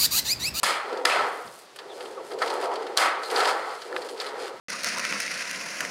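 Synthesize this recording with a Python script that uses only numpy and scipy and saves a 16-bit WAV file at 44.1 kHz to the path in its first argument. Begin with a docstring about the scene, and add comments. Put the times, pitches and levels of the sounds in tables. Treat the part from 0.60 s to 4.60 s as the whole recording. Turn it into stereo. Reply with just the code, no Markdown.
"""A long metal roofing sheet is pushed into place on a roof, close by, in faint wind.
A knee thuds on the deck and the sheet snaps home twice: each time its edge clacks, then the whole sheet
shudders and rings out. Dragged over the felt, it drones, scrapes and ticks, squeaks and bows, and snaps
home a third time. One more push sets it clattering; at the end the worker steps across, tools jingling."""
import sys
import numpy as np
from scipy import signal
from scipy.fft import rfft, irfft, next_fast_len
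from scipy.io import wavfile
from scipy.ndimage import map_coordinates

SR = 44100
rng = np.random.default_rng(int(sys.argv[2]) if len(sys.argv) > 2 else 0)


def int16_out(signal):
    """Quantize to a 16-bit WAV file."""
    q = np.round(np.clip(np.atleast_2d(signal).T, -1, 1) * 32767)
    wavfile.write(sys.argv[1], SR, q.astype(np.int16))


N = 176400

# open-air bed and wind rumble: frequency_hz, level_db
AIR_EQ = [(25, -42), (70, -25), (140, -11), (250, -5), (480, 2), (1000, -4), (2500, -8.5), (4600, -8.5),
          (6000, -14.5), (9500, -19), (16000, -35)]
WIND_EQ = [(20, -8), (70, -6.5), (140, 3), (190, 3.5), (300, -17), (1000, -15), (16000, -70)]
# knees and feet on the deck: start_s, level_db, pitch_hz
THUDS = [(0.024, -40.5, 177), (0.578, -44, 191), (0.848, -48.5, 170), (2.372, -58, 58), (3.323, -56, 171),
         (3.355, -60, 55), (3.938, -52.5, 172)]
# the sheet shudders: start_s, level_db, swell_s, decay_factor, tilt_db_per_octave, held_gain
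SHUDDERS = [(.032, -15, 0.051, 0.83, 0.9, 0.29), (.452, -12, 0.096, 0.97, -1.6, 0.28),
            (2.370, -12, 0.053, 0.85, -0.76, 0.22)]
# tone of a shudder: frequency_hz, level_db
SHUDDER_EQ = [(40, -54), (120, -46), (250, -17), (420, -7), (600, -4), (900, -3), (1350, -4.5), (2000, -2),
              (2800, -10), (3700, -10.5), (4900, -6.5), (5700, -13.5), (9000, -11.5), (12500, -22),
              (16000, -33)]
# its tail, before each shudder's decay_factor: frequency_hz, t60_s
SHUDDER_DECAY = [(100, 0.28), (450, 1), (1200, 0.88), (2500, 0.67), (5000, 0.42), (9000, 0.37),
                 (15000, 0.31)]
# resonances of the sheet and of its edge: centre_hz, width_hz, boost_db
SHEET_MODES = [(424, 65, 0.5), (504, 14, 3), (804, 45, 2.5), (949, 21, 6.5), (990, 7.9, 4), (1133, 24, 6.5),
               (1247, 30, 4.5), (1321, 122, 9), (1511, 15, 6), (2077, 34, 4), (3200, 670, 4.5),
               (4246, 140, 7), (4975, 120, 6)]
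EDGE_MODES = [(1734, 150, 8), (3120, 180, 4.5), (4550, 400, 5.5)]
# hard hits of the edge: start_s, level_db, pitch_hz, t60_s, boost_at_pitch_db
CLACKS = [(.0320, -16.5, 9400, 0.041, 13), (0.037, -9, 1020, 0.013, 36), (0.0426, -19, 4670, 0.033, 12),
          (0.4518, -13, 3400, 0.018, 0), (0.4535, -8, 1880, 0.014, 19), (.4545, -2, 4450, 0.0064, 14),
          (0.454, -12, 10500, .006, 25), (0.4984, -24.5, 2340, 0.23, 20), (1.8179, -18.5, 1670, 0.041, 25),
          (1.822, -28, 4300, 0.036, 18), (2.369, -28, 5030, 0.03, 4), (2.3735, -3, 5360, 0.0084, 23),
          (2.3743, -11.5, 10600, .008, 21), (2.381, -14, 5030, 0.026, 2), (2.761, -16.5, 4600, 0.025, 28),
          (2.806, -22, 4440, 0.032, 15), (2.8543, -18, 4400, 0.029, 9), (2.8917, -26, 3110, 0.025, 8),
          (3.3268, -20.5, 1500, 0.0092, 16), (3.3636, -15.5, 1610, 0.015, 22),
          (3.3638, -21.5, 3140, .011, 20), (3.3665, -32, 900, 0.026, 11), (3.6004, -24.5, 4270, 0.058, 12),
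          (3.612, -29.5, 4600, 0.065, 5)]
# small catches of the edge and taps of tools: start_s, level_db, pitch_hz
TICKS = [(0.328, -38, 4370), (0.373, -35.5, 4600), (0.875, -40.5, 4870), (1.161, -37.5, 11000),
         (1.8623, -37, 11000), (1.1886, -33, 3760), (1.407, -35.5, 3480), (1.4568, -37.5, 3770),
         (1.7162, -39, 4000), (1.735, -41, 6260), (1.7885, -35.5, 6240), (1.8763, -28.5, 4500),
         (1.902, -28, 4320), (1.938, -34, 11000), (2.138, -37, 6470), (2.0345, -37, 5200),
         (2.041, -34, 11000), (2.157, -31, 3720), (2.2673, -35, 3840), (2.012, -33.5, 10500),
         (2.6344, -32, 4600), (2.702, -28.5, 4500), (2.712, -28.5, 11000), (3.2194, -33, 4150),
         (3.5753, -39, 4350), (3.616, -35, 9500), (3.6888, -37, 5200), (3.8143, -44, 3330),
         (3.4192, -33.5, 4550), (3.4886, -34.5, 4400), (3.6648, -31.5, 4400)]
# tone of clacks and ticks: frequency_hz, level_db
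CONTACT_EQ = [(50, -59), (250, -10), (500, 5), (1000, 4), (2700, -1), (5000, -3), (5800, -11),
              (9000, -10.5), (13000, -21.5), (16000, -31)]
# fader moves, one list for each push: time_s, drone_db, scrape_db
PUSHES = [
    [(0.22, -47.5, -40), (0.334, -29.5, -34), (0.386, -33.5, -36.5), (0.445, -30.5, -45)],
    [(0.6, -37, -25.5), (0.814, -41.5, -42), (0.874, -65, -44.5), (0.9, -56, -59)],
    [(1.18, -60, -72), (1.192, -49, -40), (1.252, -42, -48), (1.336, -41, -45), (1.354, -41.5, -57),
     (1.41, -37, -41.5), (1.564, -40.5, -50.5), (1.576, -35.5, -43.5), (1.698, -45, -50),
     (1.718, -33, -35.5), (1.742, -33, -45.5), (1.8, -35, -50), (1.82, -35, -18.5), (1.85, -30.5, -29.5),
     (2.082, -32.5, -37.5), (2.36, -36, -40)],
    [(2.6, -41, -35), (2.65, -45, -57), (2.692, -36, -49), (2.716, -29, -30), (2.802, -28.5, -22.5),
     (3.134, -41.5, -34.5), (3.216, -48.5, -47), (3.286, -40.5, -44), (3.368, -31, -36), (3.376, -34, -40),
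     (3.456, -37, -39.5), (3.558, -36.5, -57), (3.602, -39, -41), (3.772, -36.5, -35.5), (3.812, -35, -41),
     (3.964, -41.5, -42), (4.0, -60, -45)],
]
# low, middle and high layers of the drag: frequency_hz, level_db
DRONE_EQ = [(40, -87), (120, -33), (240, -13.5), (330, -3), (400, 6.5), (490, 7.5), (600, -1), (900, -4.5),
            (2000, -49), (16000, -90)]
SCRAPE_EQ = [(100, -62), (400, -25), (700, 4), (1300, -3.5), (1900, -3.5), (2700, -15.5), (3800, -19),
             (4800, -18.5), (5800, -25.5), (9000, -26.5), (16000, -46)]
GRIT_EQ = [(500, -21), (2000, -14), (3500, -1), (4600, 23), (5800, -23), (9000, -5), (16000, -14)]
# brushing strokes: start_s, length_s, level_db, tilt_db_per_octave
BRUSHES = [(.22, 0.096, -47, -10), (0.662, 0.39, -54.5, 5.5), (1.325, 0.23, -50.5, -1.5),
           (1.64, 0.097, -51, 1), (1.794, 0.18, -41, -4.5), (2, 0.066, -37.5, -6.5),
           (2.117, 0.038, -35.5, -11), (2.206, 0.032, -40.5, -7.5), (2.625, 0.18, -43, -0.5),
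           (2.761, 0.17, -28.5, -6), (3.057, 0.24, -47.5, -3), (3.345, 0.2, -48, -1.5),
           (3.571, 0.14, -41, -5.5), (3.79, 0.1, -38.5, -5)]
# tone of their hiss: frequency_hz, level_db
BRUSH_EQ = [(300, -37), (1500, 4.5), (3000, -0.5), (4000, 1.5), (4700, 5.5), (5700, 0), (9200, 1.5),
            (12000, -6.5), (16000, -20)]
# seam pings and tool jingles: start_s, level_db, pitch_hz, t60_s
CLINKS = [(.515, -24.5, 2560, 0.15), (2.769, -39, 8900, .06), (3.51, -52, 9750, .12),
          (3.6646, -31, 4160, .05), (3.6652, -45, 9900, .05)]
# rubbing squeaks: start_s, length_s, start_hz, end_hz, level_db
SQUEAKS = [(1.287, 0.052, 3750, 3230, -48.5), (1.562, 0.043, 1460, 917, -41.5),
           (2.631, 0.06, 4400, 4180, -40)]
# the sheet bows under a push: start_s, level_db, pitch_hz, swell_s
FLEXES = [(1.895, -26, 754, 0.013), (2.026, -27, 664, 0.0032), (2.08, -22.5, 730, 0.035),
          (2.785, -23, 640, .035), (2.845, -24, 860, .03), (3.06, -30.5, 846, 0.025)]
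# tone of the close reflections: frequency_hz, level_db
REFLECTION_EQ = [(250, -13), (500, -1), (1000, -26), (2000, 11.5), (9000, 7.0)]


def amp(db):
    return 10 ** (np.asarray(db) / 20)


def unit_rms(x):
    return x / np.sqrt(np.mean(x ** 2) + 1e-20)


def seconds(samples):
    return np.arange(samples) / SR


def curve_at(points, hz):
    """Read (frequency_hz, value) points on a log frequency axis."""
    knots_hz, values = np.transpose(points)
    return np.interp(np.log(hz + 1), np.log(knots_hz + 1), values)


def boosts(modes, hz):
    """The dB that resonant peaks add to a spectrum."""
    return sum(db / (1 + (2 * (hz - centre) / width) ** 2) for centre, width, db in modes)


def wobble(rate):
    """A smooth random curve, rate knots a second."""
    return map_coordinates(rng.standard_normal(int(N * rate / SR) + 4), [np.arange(N) * rate / SR])


def envelope(t, attack_s, t60_s):
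    """A rise into an exponential decay."""
    return (1 - np.exp(-t / attack_s)) * amp(-60 * t / t60_s)


def coloured(x, db_at):
    """x through the EQ db_at(hz), at rms 1."""
    gain = amp(db_at(np.fft.rfftfreq(len(x), 1 / SR)))
    return unit_rms(irfft(rfft(x) * gain, len(x)))


def noise(eq, samples=N):
    """Steady coloured noise at rms 1."""
    return coloured(rng.standard_normal(samples), lambda f: curve_at(eq, f))


def in_sheet(x, eq):
    """x coloured by an EQ and by the sheet's resonances."""
    return coloured(x, lambda f: curve_at(eq, f) + boosts(SHEET_MODES, f))


def low_cut(x, hz, order):
    return signal.sosfilt(signal.butter(order, hz, "highpass", fs=SR, output="sos"), x)


def minimum_phase(db):
    """The response with this dB spectrum that starts abruptly and rings afterwards."""
    cepstrum = irfft(np.log(amp(db)))
    half = len(cepstrum) // 2
    return np.exp(rfft(np.r_[cepstrum[0], 2 * cepstrum[1:half], np.zeros(half)]))


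def slips(per_s, scatter_db):
    """Tiny random slips of uneven size."""
    fires = rng.random(N) < per_s / SR
    return fires * rng.standard_normal(N) * amp(scatter_db * rng.standard_normal(N))


def add(track, start_s, sound):
    part = track[max(round(start_s * SR), 0):][:len(sound)]
    part += sound[:len(part)]


def open_air(level_db=-51.5):
    """A quiet, steady outdoor bed."""
    return amp(level_db) * noise(AIR_EQ)


def wind(level_db=-67.5, gust_db=2):
    """A faint rumble that rises and falls with the gusts."""
    return amp(level_db + gust_db * wobble(3.3)) * noise(WIND_EQ)


def deck_thuds(octave_drop_db=5):
    """Knees and feet land on the roof deck with a soft, low boom."""
    out, t = np.zeros(N), seconds(SR // 2)
    for start_s, db, hz in THUDS:
        boom = coloured(rng.standard_normal(len(t)),
                        lambda f: -octave_drop_db * np.log2((f + 1) / hz) ** 2)
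        add(out, start_s, amp(db) * boom * envelope(t, attack_s=0.0009, t60_s=0.41))
    return out


def sheet_shudders(treble_lead=0.099, chatter_db=0.5):
    """After each bang the ring starts held down, swells back up, highs slightly sooner, then dies away."""
    out = np.zeros(N)
    for start_s, db, swell_s, decay_factor, tilt_db, held_gain in SHUDDERS:
        wash = in_sheet(slips(per_s=25000, scatter_db=1.5), SHUDDER_EQ)  # the sheet's countless modes
        hz, age_s, bands = signal.stft(wash, SR, nperseg=512)
        hz = hz[:, None]
        pitch_ratio = (hz + 200) / 1500
        rise = 1 - np.exp(-(age_s * pitch_ratio ** treble_lead / swell_s) ** 2)
        swell = held_gain + (1 - held_gain) * rise
        t60_s = decay_factor * curve_at(SHUDDER_DECAY, hz)
        tail = amp(tilt_db * np.log2(pitch_ratio) - 60 * age_s / t60_s)
        ring = signal.istft(bands * swell * tail, SR, nperseg=512)[1][:N]
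        add(out, start_s, amp(db + chatter_db * wobble(89.7)) * ring)
    return out


def metal_contact(pitch_hz, t60_s, boost_db, crack_db, width_octaves=0.56, samples=8192):
    """A sharp crack, then a brief clatter in the edge's modes, boosted around its pitch."""
    hz = np.fft.rfftfreq(samples, 1 / SR)
    shape = envelope(seconds(samples), attack_s=0.0005, t60_s=t60_s)
    force = shape * rng.standard_normal(samples)
    force[0] = amp(crack_db) * np.linalg.norm(shape)  # first touch, set against the whole clatter
    bell = np.exp(-.5 * (np.log2((hz + 1) / pitch_hz) / width_octaves) ** 2)
    tone_db = curve_at(CONTACT_EQ, hz) + boosts(EDGE_MODES, hz) + boost_db * bell
    clatter = irfft(rfft(force) * minimum_phase(tone_db))
    return unit_rms(low_cut(clatter, hz=346, order=2)) * np.sqrt(np.mean(shape ** 2))


def clacks_and_ticks():
    """The edge clacks home; small catches and tool taps tick along the way."""
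    out = np.zeros(N)
    for start_s, db, hz, t60_s, boost_db in CLACKS:
        add(out, start_s, amp(db) * metal_contact(hz, t60_s, boost_db, crack_db=-9))
    for start_s, db, hz in TICKS:
        add(out, start_s, amp(db) * metal_contact(hz, t60_s=0.051, boost_db=8.5, crack_db=-7))
    return out


def felt_drag(drone_trim_db=-0.5, scrape_trim_db=-2, grit_trim_db=-24.5, fade_db_per_s=189):
    """Slips on the felt keep the pushed sheet droning and scraping; sparse grit rides the scrape."""
    t, drone_fader, scrape_fader = seconds(N), np.zeros(N), np.zeros(N)
    for push in PUSHES:
        time_s, drone_db, scrape_db = np.transpose(push)
        fade_db = fade_db_per_s * np.abs(t - np.clip(t, time_s[0], time_s[-1]))
        drone_fader += amp(np.interp(t, time_s, drone_db) - fade_db)
        scrape_fader += amp(np.interp(t, time_s, scrape_db) - fade_db)
    drone = amp(drone_trim_db) * in_sheet(slips(per_s=12000, scatter_db=0.5), DRONE_EQ)
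    scrape = amp(scrape_trim_db) * in_sheet(slips(per_s=9000, scatter_db=0.5), SCRAPE_EQ)
    grit = amp(grit_trim_db) * in_sheet(slips(per_s=300, scatter_db=3), GRIT_EQ)
    return drone_fader * drone + scrape_fader * (scrape + grit)


def brushing(flutter_db=1.5, fade_s=0.022):
    """Gloves, clothes and the sheet's face brush along: strokes of hiss, each with its own brightness."""
    out, t = np.zeros(N), seconds(N)
    hiss = in_sheet(slips(per_s=4000, scatter_db=3), BRUSH_EQ) * amp(flutter_db * wobble(70))
    for start_s, length_s, db, tilt_db in BRUSHES:
        fade_in = (1 + np.tanh((t - start_s) / fade_s)) / 2
        fade_out = (1 + np.tanh((start_s + length_s - t) / fade_s)) / 2
        out += amp(db) * fade_in * fade_out * coloured(hiss, lambda f: tilt_db * np.log2(f + 500))
    return out


def clinks(detune_range=(0.0096, 0.0414), upper_db=-1.5):
    """The seam pings and the tools jingle, each ringing on a close, beating pair of modes."""
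    out, t = np.zeros(N), seconds(SR // 2)
    for start_s, db, hz, t60_s in CLINKS:
        upper_hz = hz * (1 + rng.uniform(*detune_range))
        lower = np.sin(2 * np.pi * hz * t)
        upper = amp(upper_db) * np.sin(2 * np.pi * (upper_hz * t + rng.random()))
        add(out, start_s, amp(db) * (lower + upper) * envelope(t, attack_s=0.001, t60_s=t60_s))
    return out


def squeaks(roughness=0.057):
    """Rubbing gives short, falling squeaks, roughened by pitch jitter."""
    out = np.zeros(N)
    for start_s, length_s, start_hz, end_hz, db in SQUEAKS:
        n = int(length_s * SR)
        hz = np.geomspace(start_hz, end_hz, n) * (1 + roughness * wobble(1530)[:n])
        tone = np.sin(2 * np.pi * np.cumsum(hz) / SR)
        add(out, start_s, amp(db) * np.sqrt(2 * np.hanning(n)) * tone)
    return out


def sheet_flexes(octave_drop_db=20):
    """The sheet bows and springs back: a group of its low modes swells and rings out."""
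    out, t = np.zeros(N), seconds(SR)
    for start_s, db, hz, swell_s in FLEXES:
        modes = coloured(rng.standard_normal(len(t)),
                         lambda f: boosts(SHEET_MODES, f) - octave_drop_db * np.log2((f + 1) / hz) ** 2)
        add(out, start_s, amp(db) * modes * envelope(t, swell_s, t60_s=0.5))
    return out


def scene(width_db=-24, reflection_t60_s=0.025):
    """The sheet sits centre with little bass; reflections, thuds and wind differ between the ears."""
    mid = open_air() + sheet_shudders() + clacks_and_ticks() + felt_drag()
    mid += brushing() + clinks() + squeaks() + sheet_flexes()
    mid = low_cut(mid, hz=210, order=4)
    t = seconds(SR // 10)
    reflections = noise(REFLECTION_EQ, len(t)) * amp(-60 * t / reflection_t60_s)
    side = amp(width_db) * signal.fftconvolve(mid, reflections / np.linalg.norm(reflections))[:N]
    bass = [deck_thuds() + wind() for ear in range(2)]
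    return np.array([mid + side, mid - side]) + bass


def record(dry, ceiling=0.95, top_hz=15800):
    """Soft-clip the highest peaks, thin the deep bass and cut the very top."""
    rounded = dry / (1 + (dry / ceiling) ** 8) ** (1 / 8)
    thinned = low_cut(rounded, hz=102, order=2)
    padded = next_fast_len(N + SR // 2)
    passband = np.fft.rfftfreq(padded, 1 / SR) < top_hz
    return irfft(rfft(thinned, padded) * passband, padded)[:, :N]


dry = scene()
out = record(dry)
int16_out(out)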